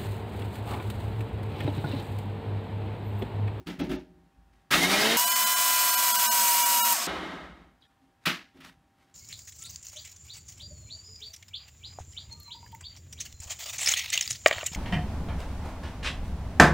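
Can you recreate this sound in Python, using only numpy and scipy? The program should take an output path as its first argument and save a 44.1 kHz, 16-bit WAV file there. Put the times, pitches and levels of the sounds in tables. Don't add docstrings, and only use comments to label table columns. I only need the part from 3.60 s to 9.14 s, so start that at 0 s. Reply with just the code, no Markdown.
import sys
import numpy as np
from scipy import signal
from scipy.fft import rfft, irfft, next_fast_len
from scipy.io import wavfile
from scipy.ndimage import uniform_filter1d, minimum_filter1d

SR = 44100
rng = np.random.default_rng(int(sys.argv[2]) if len(sys.argv) > 2 else 0)


def generate_wav(sig):
    pcm = np.round(np.clip(np.atleast_2d(sig).T, -1, 1) * 32767).astype(np.int16)
    wavfile.write(sys.argv[1], SR, pcm)


def volts_from_db(level):
    exponent = np.asarray(level, float) / 20
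    return 10 ** exponent


N = 244342

FAST, FAST_FROM, FAST_TO = 4, 1.569, 3.470
POWER_OFF = 3.336
FREE_HZ = 251.5
# time in seconds, level in dB.
GRIND_LEVEL = [(1.105, -32.5), (1.14, -29), (1.2, -29), (1.235, -23.5), (1.265, -29.5), (1.34, -26),
               (1.37, -26.5), (1.43, -25), (1.56, -25.5), (1.58, -29.5), (3.33, -29.5), (3.355, -31),
               (3.42, -31), (3.47, -33), (3.62, -38), (3.8, -44), (4.05, -61.5), (4.2, -81)]
# frequency in Hz, density in dB per Hz.
COUNTER_COLOUR = [(30, -29), (60, -6.5), (110, -5), (170, 7.5), (300, 6.5), (400, -0.5), (500, -7.5),
                  (900, -8), (1500, -45)]


def evened(x):
    return x / np.sqrt(np.mean(x ** 2) + 1e-20)


def add(mix, s, sound):
    part = mix[round(s * SR):][:len(sound)]
    part += sound[:len(part)]


def drift(size, per_s):
    knots = rng.standard_normal(int(size / SR * per_s) + 2)
    return np.interp(np.arange(size) * per_s / SR, np.arange(len(knots)), knots)


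def coloured(x, points, speed=1, casing=0, low_hz=0, high_hz=30000):
    # true-speed frequency in Hz, width in Hz, lift in dB.
    resonances = [(56.4, 3.3, 13), (79, 8, 9), (178.6, 33, 4.5), (215, 12, -3), (280, 10, 8.5),
                  (323, 16, 3.5), (383.2, 3.6, 10.5), (642, 6.6, 7.5), (1298, 86, 1), (1622, 72, 6),
                  (1918, 73, 9), (2138, 81, 10.5), (1290, 14, 8), (2990, 46, 9), (3190, 28, 9),
                  (3740, 78, 10.5)]
    size = next_fast_len(len(x), True)
    hz = np.fft.rfftfreq(size, 1 / SR) + 1
    f, db = np.transpose(points)
    db = np.interp(np.log(hz), np.log(f), db)
    lift_db = sum(up / (1 + (2 * (hz / speed - c) / w) ** 2) for c, w, up in resonances)
    db = db + casing * lift_db
    edges = 1 / np.sqrt((1 + (low_hz / hz) ** 8) * (1 + (hz / high_hz) ** 8))
    return irfft(rfft(x, size) * volts_from_db(db) * edges, size)[:len(x)]


def kitchen():
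    # frequency in Hz, density in dB per Hz.
    air_colour = [(18, -47), (30, -19), (90, -2.5), (245, -9.5), (328, -11.5), (486, -17.5), (780, -12),
                  (866, -14.5), (1860, -20), (2350, -23), (16000, -39)]
    # frequency in Hz, level in dB.
    fridge_tones = [
        (786, -75.5),
        (931, -85),
    ]
    t = np.arange(N) / SR
    air = volts_from_db(-69) * evened(coloured(rng.standard_normal(N), air_colour, 0.86, 0.5))
    hum = np.zeros(N)
    for hz, db in fridge_tones:
        hum += volts_from_db(db + 1.5 * drift(N, 16)) * np.sqrt(2) * np.sin(2 * np.pi * hz * t)
    return (air + hum) * np.where((t < FAST_FROM) | (t > FAST_TO), 1, volts_from_db(-25))


def played(t, touches, level_db):
    rise_share, let_go_db = 0.12, -26.5
    out = np.zeros(len(t))
    for (s, length, *_), db in zip(touches, level_db):
        u = (t - s) / length
        out += np.clip(u / rise_share, 0, 1) * volts_from_db(db + let_go_db * np.clip(u, 0, 9) ** 2)
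    return out


def hands():
    # start in seconds, length in seconds, rumble in dB, rustle in dB,
    # deep boom in dB over the rumble.
    touches = [(0.0, 0.056, -48, -68, 4), (0.059, 0.14, -39.5, -53, 4), (0.18, 0.21, -36.5, -62, 1),
               (0.288, .17, -33, -59.5, -4), (0.447, 0.43, -58.5, -99, -3), (.75, 0.34, -83, -90, 36.5),
               (0.907, 0.31, -71, -74.5, 11), (3.97, 0.19, -57, -74, -10), (4.196, 0.2, -70, -70, 3),
               (4.4, 0.25, -66, -79, -0.5), (4.61, 0.24, -72, -64.5, 0), (4.816, 0.079, -71, -81, 8),
               (4.939, 0.17, -52.5, -70, -20), (5.03, 0.12, -57, -50.5, 3), (5.08, 0.25, -73, -94, 25),
               (5.226, .14, -72, -94, -3.5), (5.355, 0.37, -72, -70, 7.5)]
    # frequency in Hz, density in dB per Hz.
    rub_colour = [(500, 14.5), (900, 1.5), (1500, -3.5), (2000, -5), (2800, -7.5), (5000, -11.5),
                  (16000, -26.5)]
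    # start in seconds, frequency in Hz, level in dB, t60 in seconds.
    squeaks = [
        (4.207, 4750, -68, .2),
        (4.22, 3880, -59.5, 0.23),
        (4.224, 3300, -61, 0.28),
        (4.235, 3640, -61, .2),
        (4.251, 1750, -66, .25),
    ]
    t = np.arange(N) / SR
    rumble_db, rustle_db, boom_db = np.transpose(touches)[2:]
    rumble = coloured(rng.standard_normal(N), COUNTER_COLOUR, 0.96, 2.35)
    grain = rng.standard_normal(N) * volts_from_db(3.0 * drift(N, 260))
    rustle = evened(coloured(grain, rub_colour, 1, 0.6, 1100))
    boom = evened(coloured(rumble, [(20, 0), (20000, 0)], 1, 0, 0, 95))
    out = played(t, touches, rumble_db) * evened(rumble)
    out += played(t, touches, rumble_db + boom_db - 14) * boom
    out += played(t, touches, rustle_db) * rustle

    t = np.arange(SR // 4) / SR
    for s, hz, db, t60 in squeaks:
        scattered = 1.4 * np.exp(-t / 0.0065) + drift(len(t), 600) * volts_from_db(-60 * t / t60)
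        add(out, s, volts_from_db(db) * scattered * np.clip(t / 0.0029, 0, 1) * np.sin(2 * np.pi * hz * t))
    return out


def ring(modes, t, spread):
    out = np.zeros(len(t))
    for (hz, db, t60), (a, b, c) in zip(modes, rng.random((len(modes), 3))):
        fade = volts_from_db(db + 5 * a - 60 * t / min(t60, 0.32))
        out += fade * np.sin(2 * np.pi * (hz * (1 + spread * (b - 0.5)) * t + c))
    return out


def knocks():
    # time in seconds, peak in dB, counter thump in dB over it, t60 in seconds, rise in seconds.
    blows = [(0.072, -40, 9, 0.35, 0.0035), (0.193, -39, 16, 0.35, 0.01), (0.296, -41, 9.5, 0.21, 0.0061),
             (0.313, -39, 7.5, 0.27, 0.0091), (0.343, -53.5, 12.5, 0.22, 0.013),
             (1.109, -16.5, -25, 0.29, 0.026), (1.143, -18, -13, 0.096, 0.0041),
             (4.658, -19.5, -7.5, 0.3, 0.012), (4.94, -65, 2, 0.12, 0.017), (4.972, -60, -1, 0.18, 0.006),
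             (5.005, -49, -16, 0.25, 0.008), (5.047, -65, 10.5, 0.25, 0.0067),
             (5.06, -50.5, -24, 0.18, 0.0063)]
    # frequency in Hz, level in dB, t60 in seconds.
    cup_modes = [(1315, 11.5, 0.12), (1700, -7, 0.61), (1750, -4, 0.96), (1960, -16, 0.077),
                 (2290, -9, 0.39), (2690, 1, 0.25), (2853, -28, 0.34), (3280, 5, 0.16), (3500, 5, 0.18),
                 (4730, -9, 0.48)]
    # frequency in Hz, density in dB per Hz.
    clack_colour = [(400, -31.5), (600, -7), (900, -10), (1250, -2.5), (1750, 0), (2700, -2), (4500, -9),
                    (7000, -14.5), (15500, -29)]
    snap_db, snap_hz, snap_share = -13.5, 6140, 0.78
    thump_t60 = 0.3
    out, t = np.zeros(N), np.arange(SR // 2) / SR
    for s, db, thump_db, t60, rise in blows:
        scatter = rng.standard_normal(len(t)) * volts_from_db(1.8 * drift(len(t), 300))
        tiles = evened(coloured(scatter, clack_colour, high_hz=snap_hz))
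        cup = ring(cup_modes, t, 0.051) * volts_from_db(3.0 * drift(len(t), 140))
        clack = tiles * volts_from_db(-60 * t / t60) + 0.33 * cup / np.std(cup[:1000])
        clack = clack * np.clip(t / max(rise, 0.001), 0, 1)

        snap = evened(coloured(rng.standard_normal(len(t)), [(20, 2.5), (20000, -8.5)], low_hz=snap_hz))
        snap = snap * volts_from_db(snap_db - 60 * t / (snap_share * t60)) * np.clip(t / (0.5 * rise), 0, 1)

        thump = evened(coloured(rng.standard_normal(len(t)), COUNTER_COLOUR, 1.0, 0.72))
        thump = thump * volts_from_db(-60 * t / thump_t60) * np.clip((t - 0.009) / 0.012, 0, 1)
        add(out, s - 0.004, volts_from_db(db) * (clack + snap + volts_from_db(thump_db) * thump))
    return out


def shaft(t):
    # time in seconds, shaft speed in Hz.
    climb = [(1.105, 128), (1.14, 150), (1.2, 166), (1.3, 192), (1.4, 207), (1.568, 236)]
    # time in seconds, heard shaft speed in Hz.
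    loaded = [(1.575, 962), (1.62, 982), (1.68, 997), (1.75, 1006), (1.96, 1007), (2.03, 1002), (2.3, 998),
              (2.51, 980), (2.8, 964), (2.93, 959), (3.07, 963), (3.33, 954)]
    coast_s = 0.5
    s, hz = np.transpose(list(climb) + [(s, hz / FAST) for s, hz in loaded])
    idle_s = FAST * np.clip(t - POWER_OFF, 0, FAST_TO - POWER_OFF) + np.maximum(t - FAST_TO, 0)
    return np.interp(t, s, hz) * np.exp(-idle_s / coast_s)


def motor(t, layers, colour, speed, bass_hz, low_hz, split_hz, slosh_db, chop_db, waver_db, lift, whine_db):
    # shaft order, level in dB over the grind, then the side tones that mains ripple adds
    # below and above it, in dB.
    orders = [(1, -60, -21, -10), (2, -60, -11, -8.5), (3, -7.5, -24, -13), (4, -12.5, -17, -12),
              (5, -14, -19, -14), (7, -15, -24, -17), (8, -15, -22, -21), (9, -18, -22, -17),
              (12, -7, -21, -19)]
    # time in seconds, whine in dB, rumble in dB.
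    thickening = [
        (2.25, 0, -3.5),
        (2.8, -2, -1.5),
        (3.2, -3, 3.5),
    ]
    ripple_hz, sag_hz = 100.08, 12
    size, hz = len(t), shaft(t)
    live = np.clip((POWER_OFF - t) / 0.0066, 0, 1)
    load = live * np.clip((FREE_HZ - hz) / sag_hz, 0, 1)
    octaves = np.log2(FREE_HZ / hz)
    treble_db, bass_db, first_db, second_db = (
        db + more * load + on * live + slope * octaves for db, more, on, slope in layers)
    turns = np.cumsum(speed * hz) / SR

    chops = volts_from_db(chop_db * np.minimum(rng.exponential(1, size), 4))
    rush = chops * rng.standard_normal(size) * volts_from_db(slosh_db * drift(size, 45 * speed))
    bass = evened(coloured(rush, colour, speed, 0.93, 0, bass_hz))
    body = coloured(rush, colour, speed, 1.0, bass_hz, split_hz)
    body = body / np.std(coloured(rush, colour, speed, 1, low_hz, split_hz))
    top = evened(coloured(rush, colour, speed, 0.56, split_hz))

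    whine = np.zeros(size)
    for order, db, below_db, above_db in orders:
        for side, side_db in ((0, db), (-1, below_db), (1, above_db)):
            phase = order * turns + side * ripple_hz * speed * t + 0.01 * order * drift(size, 40)
            flutter = drift(size, 25) + 1.5 * drift(size, 3)
            tone = volts_from_db(side_db + waver_db * flutter) * np.cos(2 * np.pi * (phase + rng.random()))
            whine += tone * (live if side else 0.35 + 0.65 * live)
    whine = coloured(whine, [(310, -6.5), (400, whine_db)])
    whine = coloured(whine, [(20, 0.0091), (20000, 0)], speed, lift)

    unbalance = volts_from_db(first_db) * np.cos(2 * np.pi * turns) + volts_from_db(second_db) * np.cos(4 * np.pi * turns)
    unbalance = coloured(unbalance, [(20, 0.0049), (20000, 0.0016)], speed, 1.1)
    unbalance = unbalance * volts_from_db(0.5 * waver_db * drift(size, 40))

    s, *thick = np.transpose(thickening)
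    sink_db, rumble_db = (np.interp(t, s, db) for db in thick)
    noise = body + volts_from_db(treble_db) * top + volts_from_db(bass_db + rumble_db) * bass
    grind = volts_from_db(np.interp(t, *np.transpose(GRIND_LEVEL)))
    return grind * (noise + volts_from_db(sink_db) * whine) + np.sqrt(2) * unbalance


def blender():
    # frequency in Hz, density in dB per Hz.
    up_colour = [(24, -57.5), (40, -27), (71, -23), (103, -25.5), (170, -14), (388, -8.5), (474, -11),
                 (623, -7.5), (706, -6.5), (3760, -10.5), (15600, -21)]
    run_colour = [(60, -72), (140, -31.5), (231, -15.5), (454, -32), (707, -14), (832, -20), (956, -8.5),
                  (1260, -14.5), (2990, -12.5), (3440, -15), (7580, -8.5), (10600, -6), (12300, -2.5),
                  (15600, -3)]
    coast_colour = [(24, -40.5), (40, -23), (69, -9), (103, -32), (174, -2.5), (318, 3), (498, -3),
                    (536, 0.5), (1290, 0.5), (2400, -11), (3760, -14.5), (15600, -43.5)]
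    # level in dB,
    # dB more under load, dB more with current on, dB per octave of lost speed.
    up_layers = [
        (-6.5, -1.5, -0.5, 8),
        (-31.5, 0.5, -0.5, 25.5),
        (-35, -1, 1, -8.5),
        (-32.5, -3, 1.5, -12),
    ]
    run_layers = [
        (0, 3, 2.5, -9),
        (-26, 1, -2, 2),
        (-36, 6, 3, -20),
        (-41, -7, 0, -8),
    ]
    coast_layers = [
        (-4.5, 0, 0, -4),
        (-36.5, 0, 0, 10.5),
        (-70, 0, 0, -6),
        (-66, 0, 0, -8),
    ]
    out, splice = np.zeros(N), 0.004

    def fade_in(t, s):
        return np.clip((t - s) / splice + 0.5, 0, 1)

    def fade_out(t, s):
        return np.clip((s - t) / splice + 0.5, 0, 1)

    t = np.arange(GRIND_LEVEL[0][0], FAST_FROM + splice, 1 / SR)
    up = motor(t, up_layers, up_colour, speed=1, bass_hz=140, low_hz=500, split_hz=4500,
               slosh_db=1.2, chop_db=1.5, waver_db=4.0, lift=1.3, whine_db=-12)
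    add(out, t[0], up * np.clip((t - t[0]) / 0.011, 0, 1) * fade_out(t, FAST_FROM))

    t = np.arange(FAST_FROM - splice, FAST_TO + splice, 1 / SR)
    run = motor(t, run_layers, run_colour, speed=FAST, bass_hz=450, low_hz=1100, split_hz=6000,
                slosh_db=0.8, chop_db=1.5, waver_db=1.5, lift=0.5, whine_db=0)
    add(out, t[0], run * fade_in(t, FAST_FROM) * fade_out(t, FAST_TO))

    t = np.arange(FAST_TO - splice, GRIND_LEVEL[-1][0], 1 / SR)
    coast = motor(t, coast_layers, coast_colour, speed=1, bass_hz=120, low_hz=500, split_hz=3300,
                  slosh_db=1.2, chop_db=1.05, waver_db=4.2, lift=0.55, whine_db=-12)
    add(out, t[0], coast * fade_in(t, FAST_TO))
    return out


def scene():
    mono = kitchen() + hands() + knocks() + blender()
    return np.array([mono, mono])


def starve(x, band_hz=850, low_band_hz=350, boost_db=5, faint_db=-49, lost_db=-25):
    # time in seconds, level left between the kept lines in dB.
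    starved = [(0.227, 0), (0.378, -2), (1.658, -17), (1.701, -14), (1.744, -16), (1.853, -20),
               (1.952, -14), (2.318, -8), (2.362, -19), (2.533, -18.5), (2.576, -13), (2.68, -18.5),
               (2.702, -38), (3.042, -13), (3.213, -40.5), (3.234, -42), (4.282, -13)]
    out, size = x.copy(), 2 * round(1024 * SR / 48000)
    window = np.sin(np.pi * (np.arange(size) + 0.5) / size)
    hz = np.fft.rfftfreq(size, 1 / SR)
    for s, left_db in starved:
        at = round(s * SR) - size // 2
        z = rfft(x[at:at + size] * window)
        size_of = abs(z)
        wide, narrow = (-minimum_filter1d(-size_of, round(w * size / SR)) for w in (band_hz, low_band_hz))
        tops = size_of >= np.where(hz < 1800, narrow, wide)
        kept = uniform_filter1d(tops * 1.0, size=3) > 0
        quiet = size_of < 0.3 * size_of.max()
        gain = np.where(kept, volts_from_db(boost_db * quiet), volts_from_db(left_db))
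        faint = uniform_filter1d(size_of, size=31) < volts_from_db(faint_db) * size_of.max()
        gain = np.where(faint, volts_from_db(lost_db), gain)
        out[at:at + size] += irfft(z * (gain - 1), size) * window
    return out


def split(x, side_db=-0.5):
    # time in seconds, lower edge in Hz, upper edge in Hz.
    parted_bands = [(1.421, 4600, 5700), (1.421, 7500, 11800), (1.793, 10300, 11800), (1.816, 9600, 11100),
                    (1.909, 7500, 9100), (1.978, 14400, 16000), (2.094, 11000, 12600),
                    (2.211, 13700, 16000), (2.304, 5500, 7000), (2.652, 5500, 9100), (2.721, 6200, 7700),
                    (2.791, 4100, 5300), (2.791, 12400, 13900), (2.884, 6200, 9700), (2.907, 6800, 12500),
                    (2.907, 13000, 14600), (2.977, 6800, 8400), (3.372, 13000, 14600)]
    side, hz = np.zeros(N), np.fft.rfftfreq(2048, 1 / SR)
    window = signal.windows.kaiser_bessel_derived(2048, 4 * np.pi)
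    for s, low_hz, high_hz in parted_bands:
        at = round(s * SR) - 1024
        z = rfft(x[at:at + 2048] * window) * (hz > low_hz) * (hz < high_hz)
        side[at:at + 2048] += irfft(abs(z) * np.exp(2j * np.pi * rng.random(len(hz)))) * window
    return volts_from_db(side_db) * side


def roll_off(x):
    return signal.sosfilt(signal.butter(12, 16540, fs=SR, output="sos"), x)


def record(dry):
    limited = 0.55 * np.tanh(dry[0] / 0.55)
    top_edge = signal.firwin(1001, 15760, window=("kaiser", 9), fs=SR)
    mid = signal.oaconvolve(starve(limited), top_edge, "same")
    side = split(mid)
    return roll_off(np.array([mid + side, mid - side]))


dry = scene()
out = record(dry)
generate_wav(out)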